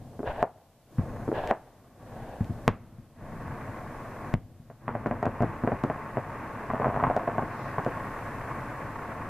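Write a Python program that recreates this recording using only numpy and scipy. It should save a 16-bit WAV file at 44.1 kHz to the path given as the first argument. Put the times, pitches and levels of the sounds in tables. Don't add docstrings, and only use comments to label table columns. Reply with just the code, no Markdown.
import sys
import numpy as np
from scipy import signal
from scipy.fft import rfft, irfft, next_fast_len
from scipy.io import wavfile
from scipy.ndimage import uniform_filter1d, minimum_filter1d, map_coordinates

SR = 44100
rng = np.random.default_rng(int(sys.argv[2]) if len(sys.argv) > 2 else 0)


def dump(signal):
    limited = np.clip(np.atleast_2d(signal).T, -1, 1)
    pcm = np.round(limited * 32767).astype(np.int16)
    wavfile.write(sys.argv[1], SR, pcm)


N = 409688

# t/s, body/dB, ring f/Hz, ring height/dB, thump/dB, crack/dB
BANGS = [(0.4277, -5.5, 710, 17, -21, -39), (1.5114, -10.5, 740, 8, -38, -43),
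         (2.6793, -1.5, 1100, 3.5, 0.5, -17), (4.34, -7.5, 1250, -5, 6.5, -27)]
BODY_HZ = 780


def bangs():
    return blasts(BANGS, scatter_db=-3.0, far_db=-20.5, octaves_down=0.244)


def pops():
    # t/s, body/dB, ring f/Hz, thump/dB
    main_crackers = [(4.701, -17, 670, -22.5), (4.8806, -17, 1050, -26), (4.952, -21, 610, -25),
                     (5.0607, -20, 517, -22), (5.1117, -22, 676, -23), (5.2284, -20.5, 720, -30),
                     (5.255, -24.5, 670, -28.5), (5.2663, -23, 563, -21), (5.4061, -25.5, 586, -21),
                     (5.423, -23, 620, -24.5), (5.433, -24.5, 300, -31.5), (5.6374, -25, 290, -23),
                     (5.6753, -22, 500, -29), (5.7195, -25.5, 696, -25), (5.8384, -22.5, 285, -24.5),
                     (5.8998, -26, 760, -35), (6.1711, -25, 620, -28.5), (6.702, -29.5, 1080, -38),
                     (6.7355, -28.5, 640, -31.5), (6.7991, -28, 655, -32), (6.82, -29.5, 1040, -34),
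                     (6.8448, -25.5, 1010, -49), (6.859, -24.5, 660, -30), (6.8802, -29, 690, -29.5),
                     (6.9433, -35, 1080, -35), (6.963, -27, 790, -32), (7, -29.5, 1050, -42),
                     (7.027, -28.5, 700, -32), (7.0385, -22.5, 1070, -27.5), (7.0686, -29.5, 1030, -27.5),
                     (7.1003, -23, 680, -36), (7.1652, -22, 704, -34), (7.2775, -24.5, 656, -33),
                     (7.3824, -24.5, 770, -31), (7.4235, -31, 300, -32), (7.783, -27, 910, -32.5),
                     (7.8641, -25.5, 514, -30.5)]
    crack_re_body_db = -44.5
    lesser_crackers = small_pops(start_s=6.74, end_s=7.36, level_db=-37, spread_db=2)
    crackers = np.vstack([main_crackers, lesser_crackers])
    charges = [(s, db, hz, ring_height_db(s, hz), thump_db, db + crack_re_body_db)
               for s, db, hz, thump_db in crackers]
    return blasts(charges, scatter_db=-1.5, far_db=-15)


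def small_pops(start_s, end_s, level_db, spread_db, count=24):
    when, pitch, size, weight = rng.random((count, 4)).T
    body_db = level_db + spread_db * (size - .5)
    times_s = start_s + (end_s - start_s) * (np.arange(count) + when) / count
    ring_hz = BODY_HZ * 2 ** (pitch - .35)
    return np.transpose([times_s, body_db, ring_hz, body_db - 16 * weight])


def ring_height_db(s, hz):
    second_volley_s = 6.5
    base_db, db_per_octave = (7.5, 1.5) if s < second_volley_s else (14, 8.5)
    return base_db + db_per_octave * np.log2(hz / BODY_HZ)


def mortars():
    # t/s, thump/dB
    firings = [(0.984, -17), (2.4075, -22.5), (2.4963, -27), (2.985, -20.5), (4.598, -18.5)]
    ring_hz, ring_db = 620, -11
    body_re_thump_db, crack_re_thump_db = -23, -72
    charges = [(s, db + body_re_thump_db, ring_hz, ring_db, db, db + crack_re_thump_db)
               for s, db in firings]
    return blasts(charges, scatter_db=0.0, far_db=-16, octaves_down=0.071)


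def snaps(body_re_crack_db=-4, ring_hz=1050, ring_db=6, thump_re_crack_db=-6):
    # t/s, crack/dB
    cracks = [(1.475, -46), (2.445, -59.5), (4.8806, -63), (5.07, -53), (5.2284, -50), (5.256, -48),
              (5.423, -51), (5.8377, -50), (7.1652, -49), (7.848, -53.5)]
    charges = [(s, db + body_re_crack_db, ring_hz, ring_db, db + thump_re_crack_db, db) for s, db in cracks]
    return blasts(charges, scatter_db=-1, far_db=-21)


def rockets():
    # launch t/s, puff body/dB, thrust/dB
    launches = [(0.1929, -32.5, -31), (1.279, -22.5, -24)]
    puff_gap_s, puff_hz, puff_step, puff_ring_db = .038, 338, 1.3, 16.5
    thump_re_body_db, crack_re_body_db = -15, -54
    start_hz, end_hz, climb_tau_s = 429, 687, .04
    attack_s, burn_s, release_s, sag_db_per_s = .04, .21, .035, 85
    flare_delay_s, flare_width_s, flare_db = .185, 0.018, -11
    echo_s, echo_db = 0.17, -16
    puffs, whoosh = [], np.zeros((2, N))
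    for s, puff_db, thrust_db in launches:
        lit_s = s + puff_gap_s
        for at_s, ring_hz in [(s, puff_hz), (lit_s, puff_hz * puff_step)]:
            puffs.append((at_s, puff_db, ring_hz, puff_ring_db,
                          puff_db + thump_re_body_db, puff_db + crack_re_body_db))
        age_s = np.maximum(np.arange(N) / SR - lit_s, 0)
        resonance_hz = end_hz + (start_hz - end_hz) * np.exp(-age_s / climb_tau_s)
        burn = envelope(lit_s, attack_s, burn_s, release_s, sag_db_per_s)
        flare = amp(flare_db) * swell(lit_s + flare_delay_s, flare_width_s)
        thrust = amp(thrust_db) * (burn + flare)
        whoosh += thrust * jet(resonance_hz, howl_share=0.53, sputter_db=1.9)
    echo = np.pad(whoosh, [(0, 0), (round(echo_s * SR), 0)])[:, :N]
    return blasts(puffs, scatter_db=-2, far_db=-20) + whoosh + amp(echo_db) * echo


def jet(resonance_hz, howl_share, sputter_db):
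    # f/Hz, relative density/dB
    jet_spectrum = [(50, 0), (105, 0), (200, -13.5), (450, -2), (620, 2), (950, -3.5), (1300, -17.5),
                    (1650, -7.5), (2200, -23.5), (2600, -20.5), (3700, -29.5), (4700, -38.5), (9000, -60),
                    (14000, -71)]
    turbulence = wobble(190) + 1j * wobble(190)
    howl = unit(np.real(turbulence * np.exp(2j * np.pi * np.cumsum(resonance_hz) / SR)))
    return amp(sputter_db * wobble(70.07)) * unit(noise(jet_spectrum) + howl_share * howl)


def swishes():
    far_jet = jet(np.full(N, 760.), howl_share=0.53, sputter_db=0.9)
    far_jet = amp(-45.0) * swell(peak_s=2.26, width_s=.21) * far_jet
    fizz = noise([(2500, -25), (3900, 4), (5600, -1), (8000, -18), (14000, -35)])
    return far_jet + amp(-64) * swell(peak_s=7.63, width_s=0.13) * fizz


def whine(start_s=1.0, length_s=.27):
    hz = 6500 + 30 * wobble(150)
    tone = np.sin(2 * np.pi * np.cumsum(hz) / SR)
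    return amp(-72) * envelope(start_s, .02, length_s, .01) * tone


def burning():
    # f/Hz, relative density/dB
    rumble_spectrum = [(12, -34), (20, -5.5), (38, -1.5), (65, -11), (87, -1), (108, 4), (134, 1.5),
                       (188, -8), (243, -1.5), (290, -22), (330, -8.5), (430, -37), (730, -120)]
    roar_spectrum = [(160, -3.5), (280, 2), (387, -3), (425, -0.5), (710, 1.5), (769, -3.5), (875, -8.5),
                     (920, -9), (1200, -28), (2020, -120)]
    rush_spectrum = [(470, -30), (800, -7.5), (876, 2), (1010, -2), (1070, 5), (1220, -3.5), (1320, -6),
                     (1430, -6), (1500, -4), (1880, -7.5), (2070, -11.5), (2600, -17.5), (3070, -30),
                     (4200, -44), (5460, -88), (9240, -120)]
    sizzle_spectrum = [(1760, -14), (3000, -8.5), (4400, -9), (13600, -12), (14600, -15), (14900, -50),
                       (15400, -54)]
    # t/s, level/dB
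    flame_points = [(0, -66.5), (.6, -62.5), (1.3, -54), (2, -56), (2.6, -55), (3.1, -49.5), (3.5, -45),
                    (4.2, -46), (4.8, -40), (6.5, -41.5), (8.1, -39.5), (9.29, -41)]
    # t/s, level/dB
    sizzle_points = [(0, -69.5), (.7, -63), (1.5, -59.5), (2, -65.5), (4.2, -63.5), (7.1, -64.5),
                     (8.2, -60.5), (9.29, -63.5)]
    full_flame_db = -42
    rumble_db, rumble_db_per_db, roar_db, roar_db_per_db = -43.5, 0.15, -42.5, 0.4
    comet_s, comet_burn_s, comet_edge_s, comet_db = 0.96, 0.327, 0.027, -33
    comet_roar_db, comet_rush_db, roll_roar_db = -7.5, -15, -11
    roll_db, roll_db_per_db, roll_rise_s, roll_fade_db_per_s = -26.5, 1, 0.021, 20

    def together(*gains):
        return np.sqrt(sum(g ** 2 for g in gains))

    (flame_db,), (sizzle_db,) = curves(flame_points), curves(sizzle_points)
    over_db = flame_db - full_flame_db
    comet = amp(comet_db) * envelope(comet_s, comet_edge_s, comet_burn_s, comet_edge_s)
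    roll = sum(amp(roll_db + roll_db_per_db * thump_db)
               * envelope(s, roll_rise_s, N / SR, 1, roll_fade_db_per_s)
               for s, _, _, _, thump_db, _ in BANGS)
    sputter = wobble(90)
    rumble = together(amp(rumble_db + rumble_db_per_db * over_db), comet, roll)
    rumble = rumble * amp(1.3 * wobble(14)) * noise(rumble_spectrum)
    roar = together(amp(roar_db + roar_db_per_db * over_db), amp(comet_roar_db) * comet, amp(roll_roar_db) * roll)
    roar = roar * amp(0.71 * sputter + 0.1 * wobble(3.4)) * noise(roar_spectrum)
    rush = together(amp(flame_db), amp(comet_rush_db) * comet)
    rush = rush * amp(1.43 * sputter + 0.13 * wobble(3.2)) * noise(rush_spectrum)
    return rumble + roar + rush + amp(sizzle_db) * noise(sizzle_spectrum)


def blasts(charges, scatter_db, far_db, octaves_down=0, size=32768):
    # f/Hz, relative level/dB
    thump_spectrum = [(20, -16.5), (45, -11), (65, -19.5), (90, -6.5), (125, -5.5), (175, -10), (235, -8.5),
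                      (300, -13.5), (600, -38), (2000, -93)]
    body_spectrum = [(50, -42), (200, -1.5), (420, 2.5), (600, 1), (870, -1.5), (1080, -2.5), (1350, -6),
                     (1800, -6.5), (2400, -16.5), (3100, -26), (5000, -68), (14000, -97)]
    crack_spectrum = [(500, -23), (1200, -10), (1750, 4.5), (2600, 8), (3500, -1), (5000, -5.5), (7300, -7),
                      (9500, -18.5), (14000, -17)]
    out = np.zeros((2, N + size))
    t, hz = np.arange(size) / SR, np.fft.rfftfreq(size, 1 / SR)
    window = .02 * SR
    for s, body_db, ring_hz, ring_db, thump_db, crack_db in charges:
        place = yard(t, hz, scatter_db, scatter_t60=0.16, far_db=far_db, far_t60=1.34, dull_hz=3450, spread=0.16)
        damping = 1j * hz * ring_hz / 2.8
        ring = np.abs(1 + (amp(ring_db) - 1) * damping / (ring_hz ** 2 - hz ** 2 + damping))
        body = ring * amp(along(body_spectrum, hz * (BODY_HZ / ring_hz) ** 0.32))
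        lowering = octaves_down + 0.23 * np.tanh((thump_db - body_db) / 6)
        thump = amp(along(thump_spectrum, hz * 2 ** lowering))
        crack = amp(along(crack_spectrum, hz))
        parts = [(thump, thump_db), (body, body_db), (crack, crack_db)]
        power = sum((amp(db) * shape) ** 2 / np.mean(np.abs(shape * place) ** 2) for shape, db in parts)
        pulse = irfft(causal(np.sqrt(power * window)) * place)
        out[:, round(s * SR):][:, :size] -= pulse
    return out[:, :N]


def yard(t, hz, scatter_db, scatter_t60, far_db, far_t60, dull_hz, spread):
    # delay/ms, signed strength
    reflections = [(.7, -0.31), (2.3, -0.64), (3.5, -0.46), (4.5, .35), (8.9, 0.2), (10.6, -0.99),
                   (17, 0.24)]
    chance = rng.standard_normal((len(reflections), 2))
    walls = 0
    for (ms, strength), (a, b) in zip(reflections, chance):
        delay_s = ms / 10 ** 3 * (1 + .03 * b)
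        walls = walls + strength * amp(1.56 * a) * np.exp(-2j * np.pi * hz * delay_s)
    common, apart = rng.standard_normal((2, len(t)))
    diffuse = common + spread * np.array([apart, -apart])
    near = unit(amp(-60 * t / scatter_t60) * (1 - np.exp(-t / 0.00025)))
    far = unit(amp(-60 * t / far_t60) * (1 - np.exp(-t / 0.012)))
    tail = rfft(diffuse * (amp(scatter_db) * near + amp(far_db) * far)) / np.sqrt(len(t))
    return 1 + walls / (1 + (hz / 1200) ** 2) + tail / (1 + (hz / dull_hz) ** 2)


def causal(magnitude):
    cepstrum = irfft(np.log(np.maximum(magnitude, 1e-6 * magnitude.max())))
    half = len(cepstrum) // 2
    return np.exp(rfft(np.r_[cepstrum[0], 2 * cepstrum[1:half], np.zeros(half)]))


def noise(spectrum):
    # f/Hz, left-right correlation
    likeness = [(100, 0.99), (1000, 0.98), (2000, 0.91), (3000, 0.52), (5000, 0.033), (9000, 0.031)]

    def mid_side_gains(hz):
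        turn = np.arccos(np.clip(along(likeness, hz), 0, .999)) / 2
        return amp(along(spectrum, hz)) * [np.cos(turn), np.sin(turn)]

    mid, side = filtered(rng.standard_normal((2, N)), mid_side_gains)
    return unit(np.array([mid + side, mid - side]))


def envelope(start_s, attack_s, length_s, release_s, sag_db_per_s=0):
    t = np.maximum(np.arange(N) / SR - start_s, 0)
    sag = amp(-sag_db_per_s * np.maximum(t - attack_s, 0))
    return np.minimum(t / attack_s, 1) ** 2 * sag * np.exp(-np.maximum(t - length_s, 0) / release_s)


def swell(peak_s, width_s):
    return np.exp(-((np.arange(N) / SR - peak_s) / width_s) ** 2)


def wobble(rate):
    return map_coordinates(rng.standard_normal(int(N * rate / SR) + 4), [np.arange(N) * rate / SR])


def curves(rows):
    s, *cols = np.transpose(rows)
    return [np.interp(np.arange(N) / SR, s, c) for c in cols]


def along(points, hz):
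    f, v = np.transpose(points)
    return np.interp(np.log(hz + 1), np.log(f + 1), v)


def filtered(x, gain):
    m = next_fast_len(N + SR // 2)
    return irfft(rfft(x, m) * gain(np.fft.rfftfreq(m, 1 / SR)), m)[..., :N]


def amp(db):
    return 10 ** (np.asarray(db) / 20)


def unit(x):
    return x / np.sqrt(np.mean(x ** 2) + 1e-20)


def scene():
    # f/Hz, left over right/dB
    left_lead = [(60, 2.5), (250, 0.27), (1000, 0.5), (2000, 0.2), (10000, .1)]
    sky = bangs() + pops() + mortars() + snaps() + rockets() + swishes() + whine() + burning()
    return filtered(sky, lambda hz: amp(along(left_lead, hz) * [[.5], [-.5]]))


def gain_control(x, ceiling_db, firmness, hold_s, release_s):
    level = np.abs(uniform_filter1d(np.abs(x).mean(0), size=150, origin=12)) + 1e-9
    needed = np.minimum(1, amp(ceiling_db) / level) ** firmness
    half = int(hold_s * SR / 2)
    held = minimum_filter1d(needed, 2 * half + 1, origin=half, mode="nearest")
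    k = np.exp(-1 / (release_s * SR))
    recovering = np.exp(signal.lfilter([1 - k], [1, -k], np.log(held)))
    return x * uniform_filter1d(np.minimum(held, recovering), size=32)


def record(dry):
    top_hz = 14380
    ducked = gain_control(dry, ceiling_db=-18.5, firmness=0.99, hold_s=0.43, release_s=0.067)
    hiss = amp(-68.5) * noise([(100, 2), (3000, 1.5), (8000, -1.7), (14000, -1)])
    return filtered(np.clip(ducked + hiss, -1, 1), lambda hz: hz < top_hz)


dry = scene()
out = record(dry)
dump(out)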